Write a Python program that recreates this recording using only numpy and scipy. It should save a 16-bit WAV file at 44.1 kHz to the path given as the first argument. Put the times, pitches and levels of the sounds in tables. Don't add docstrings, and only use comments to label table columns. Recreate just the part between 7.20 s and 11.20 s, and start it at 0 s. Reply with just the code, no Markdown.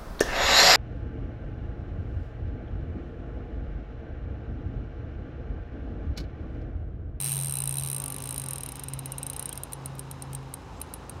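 import sys
import numpy as np
from scipy import signal
from scipy.fft import rfft, irfft
from scipy.io import wavfile

SR = 44100
rng = np.random.default_rng(int(sys.argv[2]) if len(sys.argv) > 2 else 0)


def int16_out(signal):
    q = np.round(np.clip(np.atleast_2d(signal).T, -1, 1) * 32767)
    wavfile.write(sys.argv[1], SR, q.astype(np.int16))


N = 176400
T = np.arange(N) / SR


def amp(db):
    return 10 ** (np.asarray(db) / 20)


def unit(x):
    return x / np.sqrt(np.mean(x ** 2) + 1e-20)


def curve(rows, t, column=1):
    rows = np.array(rows)
    return np.interp(t, rows[:, 0], rows[:, column])


def colour(x, points):
    hz, db = np.transpose(points)
    bin_hz = np.fft.rfftfreq(len(x), 1 / SR)
    gain = amp(np.interp(np.log(bin_hz + 1), np.log(hz), db))
    return irfft(rfft(x) * gain, len(x))


def drift(hz):
    low_pass = np.exp(-(np.fft.rfftfreq(N, 1 / SR) / hz) ** 2)
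    return unit(irfft(rfft(rng.standard_normal(N)) * low_pass, N))


def add(mix, start, sound):
    part = mix[max(round(start * SR), 0):][:len(sound)]
    part += sound[:len(part)]


def snap(ring_db, tick_db, spread_db=2.2, detune=.007, chatter=.26, size=4096):
    # frequency in Hz, relative level in dB, seconds to decay by 60 dB.
    metal_modes = [(2620, -34.5, 0.054), (2890, -31.5, 0.03), (3983, -20.5, 0.027), (5226, -28, 0.017),
                   (5970, -40, 0.071), (6020, -26.5, .008), (6700, -25, 0.0096), (8682, -0.5, 0.015),
                   (8868, 0.6, 0.013), (10770, -25.5, 0.078), (10980, -3, 0.012), (11850, -5.5, 0.01),
                   (12230, -9, 0.011), (13000, -24, 0.014), (14850, -16.5, .008), (15400, -23, 0.013)]
    # frequency in Hz, relative level in dB.
    tick_spectrum = [(300, -6), (1500, -7), (2800, 1.5), (4600, -1), (6200, 2), (7500, -6.5), (9500, -8),
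                     (10200, -6), (13000, 1), (15500, -5), (16200, -17)]
    t = np.arange(size) / SR
    hz, db, t60 = np.transpose(metal_modes)[:, :, None]
    level_draw, pitch_draw = rng.standard_normal((2, len(metal_modes), 1))
    hz = hz * (1 + detune * pitch_draw * t60.min() / t60)
    envelope = np.exp(-np.log(1000) * t / t60) * (1 - np.exp(-t / .0014))
    modes = amp(db + spread_db * level_draw) * envelope * np.sin(2 * np.pi * hz * t)
    rattle = chatter * rng.standard_normal(size) * np.exp(-t / .00055)
    rattle[0] = 1
    rattled = irfft(rfft(modes) * rfft(rattle), size)
    ring = (modes.std(1) / rattled.std(1)) @ rattled
    tick_envelope = np.exp(-t / .002) * (1 - np.exp(-t / .0003))
    tick = colour(rng.standard_normal(size), tick_spectrum) * tick_envelope
    onset = slice(220)
    return amp(ring_db) * ring / ring[onset].std() + amp(tick_db) * tick / tick[onset].std()


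def drag(run_db=-1.7, click_db=-3, uneven_db=1.96, run_tick_db=-48, click_tick_db=-45.5):
    # time in seconds, teeth per second.
    spool_speed = [(0.0, 95.6), (0.033, 95.9), (0.06, 124.9), (0.118, 114.4), (0.156, 96.5), (0.284, 78.5),
                   (0.339, 64.7), (0.464, 53.2), (0.54, 66.3), (0.616, 79.2), (0.676, 78.3), (0.747, 57.8),
                   (0.87, 47.1), (0.997, 50.4), (1.037, 59.1), (1.166, 55.8), (1.228, 48.1), (1.29, 37.8)]
    # time in seconds, relative level in dB.
    strength = [(0.002, -28.5), (0.127, -27), (0.257, -29.5), (0.402, -23.5), (0.419, -29.5), (0.456, -26),
                (0.569, -29), (0.583, -25.5), (0.609, -31), (0.729, -27.5), (0.781, -28.5), (0.819, -29),
                (1.003, -35), (1.09, -29), (1.125, -30.3), (1.197, -26.5), (1.237, -37), (1.284, -28.5)]
    # start in seconds, relative level in dB.
    clicks = [(1.3082, -27), (1.3329, -26.5), (1.3578, -30.5), (1.3819, -31), (1.4071, -32.5),
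              (1.4337, -27.5), (1.4612, -31.5), (1.4889, -31.5), (1.52, -33.5), (1.556, -36.5),
              (1.5948, -32.5), (1.6362, -30), (1.684, -29.5), (1.7353, -27.5), (1.7904, -29.5),
              (1.8578, -29.5), (1.9198, -28), (1.9818, -28), (2.0299, -27), (2.0658, -26.5),
              (2.0993, -26.5), (2.1323, -33.5), (2.1636, -29.5), (2.1947, -25.5), (2.2257, -30),
              (2.2566, -25.5), (2.2915, -29), (2.3277, -30.5), (2.3753, -30), (2.4343, -27.5),
              (2.5324, -27.5), (2.6582, -28.5), (2.7931, -30), (2.9121, -33.5), (3.022, -32),
              (3.1496, -29.5), (3.3391, -29), (3.615, -28), (3.7382, -31), (3.8953, -33)]
    # start in seconds, level of the ring in dB.
    slips = [(1.568, -46), (1.698, -52), (2.355, -44), (2.522, -43), (2.752, -54), (2.783, -52),
             (3.131, -42), (3.602, -52)]
    out = np.zeros(N)
    t = T[T < spool_speed[-1][0]]
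    teeth_passed = np.floor(.824 + np.cumsum(curve(spool_speed, t)) / SR)
    for start in t[1:][np.diff(teeth_passed) > 0]:
        ring_db = run_db + curve(strength, start) + uneven_db * rng.standard_normal()
        tick_db = run_tick_db + .0768 * curve(spool_speed, start)
        add(out, start, snap(ring_db, tick_db))
    mean_db = np.mean(clicks, 0)[1]
    for start, db in clicks:
        add(out, start, snap(click_db + db, click_tick_db + .12 * (db - mean_db)))
    for start, db in slips:
        add(out, start, snap(db, tick_db=db - 5))
    return out


def scatter(x, level_db=-27.5, t60_s=.23, size=8192):
    # frequency in Hz, relative level in dB.
    spectrum = [(1000, -15), (6000, -12), (8700, 13.5), (12000, -4), (16000, 15)]
    tail = colour(rng.standard_normal(size), spectrum) * np.exp(-np.log(1000) * T[:size] / t60_s)
    return x + amp(level_db) * signal.fftconvolve(x, tail / np.linalg.norm(tail))[:N]


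def line_hiss(rough_db=2):
    # frequency in Hz, relative level in dB.
    spectrum = [(500, -8), (1900, 4.5), (2850, 10.5), (3400, 1.5), (4000, 9.5), (4550, -14), (5150, 8),
                (5500, -3.5), (6100, -2.5), (6700, 0), (7500, -20), (9000, -2.5), (13000, -12),
                (16000, -22)]
    # time in seconds, level in dB.
    levels = [(0, -49.5), (.22, -54), (.36, -53.5), (.7, -57.5), (1.3, -54), (1.7, -56.5), (2.3, -56.5),
              (2.55, -61), (4, -64)]
    return unit(colour(rng.standard_normal(N), spectrum)) * amp(curve(levels, T) + rough_db * drift(170))


def engine(flutter_db=2.3, waver_db=1.5, waver_hz=3.9, wander_rad=.62):
    # time in seconds, frequency in Hz, level in dB.
    firing = [(0.0, 137.7, -37.5), (0.31, 137.4, -33), (0.53, 136.2, -39.5), (0.76, 135.7, -33.5),
              (0.97, 133.9, -43.5), (1.22, 134.1, -39), (1.59, 133.8, -47), (1.73, 134, -41),
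              (2.49, 134.7, -47), (2.77, 134.4, -38.5), (2.95, 133.9, -49), (3.2, 134.0, -42.5),
              (3.44, 133.6, -55.5), (4.0, 137, -49)]
    # multiple of the firing rate, level in dB.
    orders = [(2 / 5, -53), (3 / 5, -53.5), (6 / 5, -57)]
    # multiple, relative level in dB.
    overtones = [(2, 0), (3, -12.5), (4, -8)]
    # time in seconds, level in dB.
    overtone_levels = [(0, -67.5), (.7, -59), (.92, -51), (1.5, -56.5), (2, -53), (2.5, -64.5), (3.05, -54),
                       (3.4, -59.5), (4, -58)]
    phase = 2 * np.pi * np.cumsum(curve(firing, T)) / SR
    out = amp(curve(firing, T, column=2) - flutter_db * drift(waver_hz)) * np.sin(phase)
    swelling = [(multiple, db + curve(overtone_levels, T)) for multiple, db in overtones]
    for multiple, db in orders + swelling:
        waver = unit(amp(waver_db * drift(waver_hz)))
        out += amp(db) * waver * np.sin(multiple * phase + wander_rad * drift(waver_hz))
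    return np.sqrt(2) * out


def air(swell_db=.54):
    # frequency in Hz, relative level in dB.
    spectrum = [(20, -28), (36, -31), (55, 2), (100, -1.5), (200, -3), (380, -5), (530, -6), (630, -10),
                (850, -4.5), (1150, -9.5), (1500, -14.5), (2100, -22), (4000, -27), (7500, -32),
                (11000, -48), (15500, -54)]
    # time in seconds, level in dB.
    levels = [(0, -48), (.8, -46.5), (2, -46.5), (2.9, -45.5), (3.2, -46), (4, -45)]
    return unit(colour(rng.standard_normal(N), spectrum)) * amp(curve(levels, T) + swell_db * drift(6.8))


def rumble():
    # frequency in Hz, relative level in dB.
    spectrum = [(25, -30), (42, -2), (58, 14), (75, 6), (110, 11), (300, -39), (1000, -88)]
    # time in seconds, level in dB.
    levels = [(0, -55), (1.2, -47), (2.4, -59), (3.1, -69), (3.38, -62), (3.48, -46.5), (3.7, -52),
              (3.9, -53), (4, -40)]
    return unit(colour(rng.standard_normal(N), spectrum)) * amp(curve(levels, T))


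def whine(hz=1157, waver_rad=2.1):
    # time in seconds, level in dB.
    levels = [(.4, -86), (.88, -53), (1.05, -64), (1.35, -59), (1.7, -75)]
    phase = 2 * np.pi * hz * T + waver_rad * drift(7.5)
    return amp(curve(levels, T)) * np.sqrt(2) * np.sin(phase)


def birds(rough_rad=1.0):
    # start and length in seconds, first and last frequency in Hz, level in dB.
    chirps = [(1.917, .04, 2750, 2820, -54), (2.308, 0.031, 3140, 3320, -49),
              (3.552, 0.051, 7300, 7760, -64)]
    out = np.zeros(N)
    for start, length, first_hz, last_hz, db in chirps:
        hz = np.linspace(first_hz, last_hz, round(length * SR))
        phase = 2 * np.pi * np.cumsum(hz) / SR + rough_rad * drift(250)[:len(hz)]
        add(out, start, amp(db) * np.hanning(len(hz)) * np.sqrt(2) * np.sin(phase))
    return out


def scene():
    reel = scatter(drag()) + line_hiss()
    return (reel + engine() + whine() + birds() + air() + rumble())[None]


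def record(dry, cutoff_hz=16250):
    low_pass = signal.firwin(255, cutoff_hz, window=("kaiser", 9), fs=SR)
    return signal.oaconvolve(dry, low_pass[None], "same")


dry = scene()
out = record(dry)
int16_out(out)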